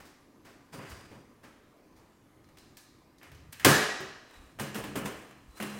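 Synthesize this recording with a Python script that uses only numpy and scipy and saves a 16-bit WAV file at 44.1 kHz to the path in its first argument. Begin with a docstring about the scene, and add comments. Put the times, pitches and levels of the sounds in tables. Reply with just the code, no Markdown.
"""Footsteps on a hard, echoing kitchen floor over the quiet hum of the home; then a steel folding chair
is handled, its seat clacks loudly on its stop, and its legs are set on the floor amid scuffs and hinge ticks.
Contacts are coloured noise bursts, frame and seat are banks of decaying sines, rubbing is shaped noise,
rumble is band-passed noise, and the room is a decaying noise tail. Both channels are alike."""
import sys
import numpy as np
from scipy import signal
from scipy.io import wavfile
from scipy.ndimage import uniform_filter1d

SR = 44100
rng = np.random.default_rng(int(sys.argv[2]) if len(sys.argv) > 2 else 0)


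def digitize_waveform(pressure):
    """Quantize a signal to 16-bit integers and store it at the path in sys.argv[1].

    Rows of a 2-D input are taken as channels; values are limited to [-1, 1].
    """
    field = np.atleast_2d(pressure).T
    bounded = np.clip(field, -1, 1)
    quanta = np.round(bounded * 32767).astype(np.int16)
    wavfile.write(sys.argv[1], SR, quanta)


def amplitude_ratio(level_db):
    """Convert a level in decibels to the matching linear amplitude (field) ratio."""
    exponent = np.asarray(level_db, float) / 20
    return 10 ** exponent


N = 255339


def evened(x):
    """Scales to rms 1."""
    return x / np.sqrt(np.mean(x ** 2) + 1e-20)


def read(points, hz):
    """Interpolates a table of (hz, value) on a log-frequency axis."""
    point_hz, value = np.transpose(points)
    return np.interp(np.log(hz + 1), np.log(point_hz + 1), value)


def add(mix, start_s, sound):
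    """Mixes a sound in at start_s."""
    part = mix[max(round(start_s * SR), 0):][:len(sound)]
    part += sound[:len(part)]


def shaped(level_db):
    """Noise whose short-time spectrum follows level_db (bins x frames, hop 128)."""
    z = rng.standard_normal(level_db.shape) + 1j * rng.standard_normal(level_db.shape)
    return signal.istft(z * amplitude_ratio(level_db), nperseg=512, noverlap=384)[1]


def swell_db(t, peak_s, peak_db, rise_s, fall_s):
    """Straight decibel climb to the peak and fall from it."""
    swing_db = 30  # climbed in rise_s, lost in fall_s
    return peak_db - swing_db * np.maximum((peak_s - t) / max(rise_s, .004), (t - peak_s) / max(fall_s, .004))


# hum spectrum: [hz, relative_db_per_hz]
HUM_SPECTRUM = [(12, -48), (20, -7), (124, -1), (165, -4.5), (297, 2), (404, -6.5), (913, -13.5),
                (1020, -8.5), (1110, -15), (1210, -10), (1350, -18.5), (2180, -19.5), (2660, -24.5),
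                (15200, -34), (16500, -40.5)]


def hum():
    """Steady appliance and street rumble with the microphone's hiss, drifting in patches."""
    hum_rms_db, drift_db = -60.5, 2.0
    frames, hz = N // 512 + 5, np.fft.rfftfreq(2048, 1 / SR)
    real, imaginary, patches = rng.standard_normal((frames, len(hz), 3)).T
    patches = uniform_filter1d(patches, size=16, axis=0)
    patches = evened(uniform_filter1d(patches, size=10, axis=1))
    z = (real + 1j * imaginary) * amplitude_ratio(read(HUM_SPECTRUM, hz)[:, None] + drift_db * patches)
    noise = signal.istft(z, nperseg=2048, noverlap=1536)[1][:N]
    return amplitude_ratio(hum_rms_db) * evened(noise)


# contact bands thud, clank, tick, sizzle: centres [hz]
BAND_HZ = [200, 1800, 5600, 12000]
# same bands: widths [hz]
BAND_WIDTH_HZ = [400, 2000, 4000, 7000]


def contact(clank_db, thud_db, tick_db, sizzle_db, contact_ms, rise, shoulder_db):
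    """Rattle of touching faces, and the push all directions add up to; rise as a share of contact time."""
    chatter_db, push_thud_db = 1.8, -3.5
    band_db = clank_db + np.array([thud_db, 0, tick_db, sizzle_db])  # bands are re clank
    per_hz_db = band_db - 10 * np.log10(np.array(BAND_WIDTH_HZ) * 2 / SR)
    points = [(50, per_hz_db[0] - 3.5), *zip(BAND_HZ, per_hz_db)]
    points += [(3200, per_hz_db[1] + shoulder_db), (3800, per_hz_db[2] + 1.5)]
    points.sort()
    log_gain = np.log(amplitude_ratio(read(points, abs(np.fft.fftfreq(4096, 1 / SR)))))
    minimum_phase = np.exp(np.conj(signal.hilbert(log_gain)))
    colour = np.fft.ifft(minimum_phase).real[:2048]

    contact_ms = max(contact_ms, .3)
    u = np.arange(8192) / SR * 1000 / contact_ms  # time in contact times
    low = signal.butter(2, 500, "lowpass", fs=SR, output="sos")
    high = signal.butter(2, 500, "highpass", fs=SR, output="sos")
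    quick, slow = rng.standard_normal((2, len(u)))
    quick *= amplitude_ratio(chatter_db * rng.standard_normal(len(u) // 16).repeat(16))  # faces chatter in bursts
    treble = signal.sosfilt(high, quick) * np.exp(-u) * np.minimum(u / rise, 1)
    swell = u / 5.5 * np.exp(1 - u / 1.18)  # thud swells and fades more slowly than treble
    rattle = treble + signal.sosfilt(low, slow) * swell
    push = colour * np.sqrt(contact_ms * SR / 2000)
    return signal.fftconvolve(rattle, colour), push + amplitude_ratio(push_thud_db) * signal.sosfilt(low, push)


# footfalls on the hard floor: [start_s, slap_db, thud_db re slap, tick_db re slap, contact_ms]
FOOTFALLS = [(0.0, -44, -5, -9.5, 5.3), (0.0456, -59, -3, -2, 31), (0.4444, -53, -5.5, -9.5, 46),
             (0.734, -46.5, 12, -7.5, 11.7), (0.7858, -42, -3, -31, 16), (0.852, -43.5, -29, -18, 8.5),
             (0.8924, -53, -8, 2, 12), (1.1087, -53.5, 10.5, -12, 21), (1.4299, -49.5, -4, -11, 19.5),
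             (1.9573, -63, -4, -3.5, 20), (2.2194, -75.5, 14, -15, 23), (2.309, -95, 15, -22, 11)]


def steps():
    """Soles roll onto the floor without ringing; returns direct sound and what fills the room."""
    sizzle_re_tick_db = -3.5
    direct, spread = np.zeros((2, N))
    for start_s, slap_db, thud_db, tick_db, contact_ms in FOOTFALLS:
        sizzle_db = tick_db + sizzle_re_tick_db
        hit, push = contact(slap_db, thud_db, tick_db, sizzle_db, contact_ms, rise=1.25, shoulder_db=-10)
        add(direct, start_s - .004, hit)
        add(spread, start_s, push)
    return direct, spread


# decay of the room's echoes: [hz, t60_s]
ROOM_DECAY = [(60, 0.13), (160, 0.35), (420, 0.77), (1100, 0.85), (2900, 0.9), (5500, 0.92), (8000, 0.68),
              (11000, 0.49), (16000, 0.36)]


def kitchen(x, count=3):
    """Dense echoes that die by band; slightly different tails take turns as the source moves."""
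    turns_per_s = 7
    t, hz = np.arange(500) * 128 / SR, np.fft.rfftfreq(512, 1 / SR)
    turn, out = np.arange(N) / SR * turns_per_s % count, np.zeros(N)
    for k in range(count):
        tail = shaped(-60 * t / read(ROOM_DECAY, hz)[:, None])
        tail *= np.clip(np.arange(len(tail)) / SR / 0.0071 - .25, 0, 1)  # first walls answer after a few ms
        away = abs((turn - k + count / 2) % count - count / 2)
        window = np.cos(np.pi / 2 * np.minimum(away, 1))
        out += signal.fftconvolve(x * window, tail / np.linalg.norm(tail))[:N]
    return out


# friction spectrum: [hz, relative_db_per_hz]
FRICTION_SPECTRUM = [(60, -23.5), (150, -7.5), (400, -16), (1200, -12.5), (2500, -17), (3600, -20.5),
                     (4100, -25.5), (4800, -21.5), (9500, -19.5), (11500, -29), (14000, -22.5),
                     (16000, -30)]
# strokes of soles, hinge, cloth and chair feet: [peak_s, peak_db, rise_s, fall_s, treble_tilt_db]
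RUB_STROKES = [(0.734, -35, 0.015, 0.2, -3), (0.908, -35.5, 0.27, 0.45, -11.5), (1.132, -52, .15, 0.32, -9),
               (3.23, -42, 0.033, 0.2, -16), (3.531, -37, 0.011, .015, 16), (3.638, -35, 0.049, .01, -17),
               (4.352, -43.5, .17, 0.62, -9), (4.61, -29, 0.011, 0.12, 5), (4.76, -34.5, .03, 0.25, 6),
               (4.959, -27.5, 0.0097, 0.13, 7), (5.061, -26.5, .03, 0.11, 1), (5.116, -44, .1, 0.46, 4),
               (5.575, -39, 0.048, 0.33, 3), (5.612, -36, 0.027, 0.34, 2), (5.79, -34, 0.46, .1, -4.5)]
# band that sings while they rub in turn: [until_s, pitch_hz, width_hz, level_db over the friction noise]
SINGING_BANDS = [(2.1, 4770, 300, 9.5), (3.9, 2040, 288, 10), (4.578, 3960, 267, 12.5),
                 (5.47, 2860, 490, 2), (5.9, 4040, 110, 17)]


def rubbing():
    """Friction noise that catches unevenly; each stroke tilts its treble and one band sings."""
    t, hz = np.arange(N // 128 + 5) * 128 / SR, np.fft.rfftfreq(512, 1 / SR)[:, None]
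    treble = np.clip(np.log2((hz + 1) / 3000) / 2.8, 0, 1)
    catches_db = 2.0 * evened(uniform_filter1d(rng.standard_normal(len(t)), size=4))
    base_db = read(FRICTION_SPECTRUM, hz) - 16
    power = 0
    for peak_s, peak_db, rise_s, fall_s, tilt_db in RUB_STROKES:
        level_db = swell_db(t, peak_s, peak_db, rise_s, fall_s)
        power = power + amplitude_ratio(2 * level_db) * amplitude_ratio(2 * treble * tilt_db)
    ends_s = [row[0] for row in SINGING_BANDS[:-1]]
    _, sing_hz, width_hz, sing_db = np.array(SINGING_BANDS)[np.searchsorted(ends_s, t)].T
    song_db = sing_db * np.exp(-((hz - sing_hz) / width_hz) ** 2)
    return shaped(base_db + 10 * np.log10(power + 1e-20) + song_db + catches_db)[:N]


def ringing(modes, struck_hz, focus_db, octaves, catch_db, length=1):
    """One strike's decaying sines: modes near struck_hz ring most, each caught a little harder or softer."""
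    detune = .012  # grip and floor contact shift each mode a little from strike to strike
    t = np.arange(SR) / SR
    hz, level_db, t60_s = np.transpose(modes)[:, :, None]
    near_db = focus_db * np.exp(-(np.log2(hz / struck_hz) / octaves) ** 2)
    uneven_db = catch_db * rng.standard_normal(hz.shape)
    hz = hz * (1 + detune * rng.standard_normal(hz.shape))
    fade_db = 60 * t / np.maximum(t60_s * length, .02)
    return (amplitude_ratio(level_db + near_db + uneven_db - fade_db) * np.sin(2 * np.pi * hz * t)).sum(axis=0)


# modes of the steel frame, also rung by chair(): [pitch_hz, relative_db, t60_s at length 1]
TUBE_MODES = [(780, -8, .1), (1235, -9, .12), (1300, -8, .1), (1650, -6, .14), (1715, -5, .22),
              (1785, -6, .14), (1885, -6, .22), (1935, -6, .16), (2055, -7, .12), (2330, -7, .07),
              (2560, -8, .12), (2745, -4, .12), (2950, -4, .16), (3150, -5, .05), (4060, -6, .25),
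              (4170, -6, .5), (4700, -6, .1), (5100, -4, .14), (5480, -5, .1), (6430, -3, .1),
              (7270, -3, .14), (8500, -3, .09), (9400, -3, .08), (9900, -2, .08), (11500, -2, .07),
              (12200, -1, .08), (13400, -3, .05), (14200, -2, .05)]


def handling():
    """Friction is heard as it is and also keeps the tubes faintly singing."""
    rub_ring_db = -49.5
    rub = rubbing()
    tubes = ringing(TUBE_MODES, 3500, focus_db=7.0, octaves=0.37, catch_db=0.5, length=0.3)
    return rub + amplitude_ratio(rub_ring_db) * signal.fftconvolve(rub, tubes)[:N]


# low rumble around steps, swings and blows: [peak_s, peak_db, fall_s, centre_hz]
RUMBLE_LUMPS = [(0.76, -46, 0.23, 150), (0.924, -46, 0.17, 96), (1.169, -55, 0.16, 105),
                (3.305, -53, 0.57, 98), (3.49, -52, 0.083, 100), (3.69, -31, 0.16, 110),
                (3.799, -62, 0.56, 80), (4.39, -54, 0.38, 49), (4.612, -47.5, 0.41, 127),
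                (4.841, -53, 0.32, 68), (4.973, -47, 0.36, 85), (5.1, -55, 0.22, 75.2),
                (5.389, -55, .2, 99), (5.5, -56, 0.15, 47.4), (5.646, -63, 0.36, 80),
                (5.77, -52.5, .1, 100)]


def shudder():
    """Low lumpy noise, each lump around one broad resonance."""
    rise_s, width_factor = 0.086, 1.5  # width either side of the centre
    out, t = np.zeros(N), np.arange(SR) / SR - .3
    for peak_s, peak_db, fall_s, centre_hz in RUMBLE_LUMPS:
        edges_hz = [centre_hz / width_factor, centre_hz * width_factor]
        band = signal.butter(3, edges_hz, "bandpass", fs=SR, output="sos")
        level = uniform_filter1d(amplitude_ratio(swell_db(t, 0, peak_db, rise_s, fall_s)), size=800)
        add(out, peak_s + t[0], evened(signal.sosfilt(band, rng.standard_normal(SR))) * level)
    return out


# steel parts knock together: [start_s, clank_db, thud_db re clank, tick_db re clank, struck_hz that rings most]
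STEEL_BLOWS = [(2.4427, -67.5, -8, 2, 4700), (2.4886, -62.5, 10, -4, 1920), (2.5715, -52, -14, -5, 4870),
               (2.584, -59, -2, 5.5, 8500), (2.7702, -50.5, -27, 3, 12200), (3.183, -69, 9, 8.5, 11500),
               (3.2138, -52, -9, -28, 1880), (3.2306, -49, -11, -6, 11500), (3.317, -49.5, -9, -8.5, 14200),
               (3.3484, -67.5, -4, 9, 7300), (3.527, -41, -40, -6, 11500), (3.5976, -37, -26, -9, 2150),
               (3.6477, -8, -3.5, -4.5, 1900), (3.6661, -28, 7.5, -35, 1740),
               (4.005, -37.5, 0.5, -12, 1970), (4.3099, -53, -2, -10, 4260),
               (4.5192, -69.5, 5.5, -1.5, 6400), (5.31, -52, -1, -9, 4020)]
# capped legs land on the floor: [start_s, clank_db, thud_db re clank, tick_db re clank, struck_hz]
LEG_LANDINGS = [(4.5881, -41.5, 2.5, -11.5, 2900), (4.597, -33.5, 2, -7, 9400),
                (4.745, -40.5, -1, -4, 13400), (4.754, -35.5, 2.5, -10.5, 9400), (4.7893, -47, 9, -23, 780),
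                (4.8392, -41, 4, -7.5, 8500), (4.9557, -34.5, 9, -12.5, 9640),
                (4.972, -39.5, 6.5, -14, 3240), (5.0567, -35.5, 2.5, -10.5, 8500),
                (5.6001, -37.5, 2, -11, 2880), (5.6233, -35, -4.5, -9, 9400)]


def chair():
    """Each blow's push rings the tubes; returns direct sound and what fills the room."""
    blow_ms, blow_rise = 5.14, 0.4  # rises as shares of contact time
    landing_ms, landing_rise = 8.9, 0.31
    tubes_db, ring_direct_db = -45.5, -1
    sizzle_re_tick_db, hard_db, soft_dulls = 0.04, -36.5, 0.26  # sizzle dB lost per dB under hard_db
    direct, spread = np.zeros((2, N))
    rows = [(*row, blow_ms, blow_rise) for row in STEEL_BLOWS]
    rows += [(*row, landing_ms, landing_rise) for row in LEG_LANDINGS]
    for start_s, clank_db, thud_db, tick_db, struck_hz, contact_ms, rise in rows:
        sizzle_db = tick_db + sizzle_re_tick_db + soft_dulls * min(clank_db - hard_db, 0)
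        hit, push = contact(clank_db, thud_db, tick_db, sizzle_db, contact_ms, rise, shoulder_db=-3.5)
        focus_db = 6 + 2.5 * np.log2(struck_hz / 1800)  # grows per octave
        tubes = ringing(TUBE_MODES, struck_hz, focus_db, octaves=.28, catch_db=2.)
        ring = signal.fftconvolve(push, amplitude_ratio(tubes_db) * tubes)
        add(direct, start_s - .001, hit)
        add(direct, start_s, amplitude_ratio(ring_direct_db) * ring)
        add(spread, start_s, push)
        add(spread, start_s, ring)
    return direct, spread


# modes of the padded pan on its legs: [pitch_hz, relative_db, t60_s at length 1]
SEAT_MODES = [(141, -2, .4), (205, -4, .55), (300, -7, .3), (371, -5, .35), (465, -5, .3), (560, -10, .15)]
# jolts that set it humming: [start_s, level_db, struck_hz that rings most, length factor on t60]
SEAT_JOLTS = [(3.656, -28.5, 156, 0.52), (3.6662, -17.5, 386, 0.14), (3.677, -23, 326, 0.59),
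              (4.004, -45.5, 383, 0.79), (4.599, -37, 169, 1.15), (4.752, -49, 200, 2.8),
              (4.789, -43, 500, 0.33), (4.884, -44.5, 293, 1.2), (4.96, -37, 329, 0.19),
              (5.05, -36, 255, 0.44), (5.603, -46, 206, 4.1)]


def seat():
    """The pan hums after each jolt, longer when no hand damps it."""
    out = np.zeros(N)
    for start_s, level_db, struck_hz, length in SEAT_JOLTS:
        pan = ringing(SEAT_MODES, struck_hz, focus_db=12, octaves=0.24, catch_db=0.2, length=length)
        add(out, start_s, amplitude_ratio(level_db) * pan)
    return out


def scene():
    """All but rumble and hum lose their deepest bass (small radiators) and meet the room; channels alike."""
    chair_wet_db, steps_wet_db, seat_wet_db, rub_wet_db = -1.5, 0, -11.5, -15.5
    metal, metal_spread = chair()
    feet, feet_spread = steps()
    pan, rub = seat(), handling()
    spread = amplitude_ratio(chair_wet_db) * metal_spread + amplitude_ratio(steps_wet_db) * feet_spread
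    wet = kitchen(spread + amplitude_ratio(seat_wet_db) * pan + amplitude_ratio(rub_wet_db) * rub)
    small = signal.butter(3, 85, "highpass", fs=SR, output="sos")
    mono = signal.sosfilt(small, metal + feet + pan + rub + wet) + shudder() + hum()
    return np.tile(mono, (2, 1))


def roll_off(x):
    """The treble ends steeply here."""
    return signal.sosfilt(signal.butter(12, 16950, fs=SR, output="sos"), x)


def record(dry):
    """Soft overload that rounds the loudest peak, then a band limit."""
    ceiling, edge_hz = 0.54, 16050
    soft = ceiling * np.tanh(dry / ceiling)
    band_limit = signal.firwin(511, edge_hz, window=("kaiser", 9), fs=SR)
    mix = signal.oaconvolve(soft, band_limit[None], "same")
    return roll_off(mix)


dry = scene()
out = record(dry)
digitize_waveform(out)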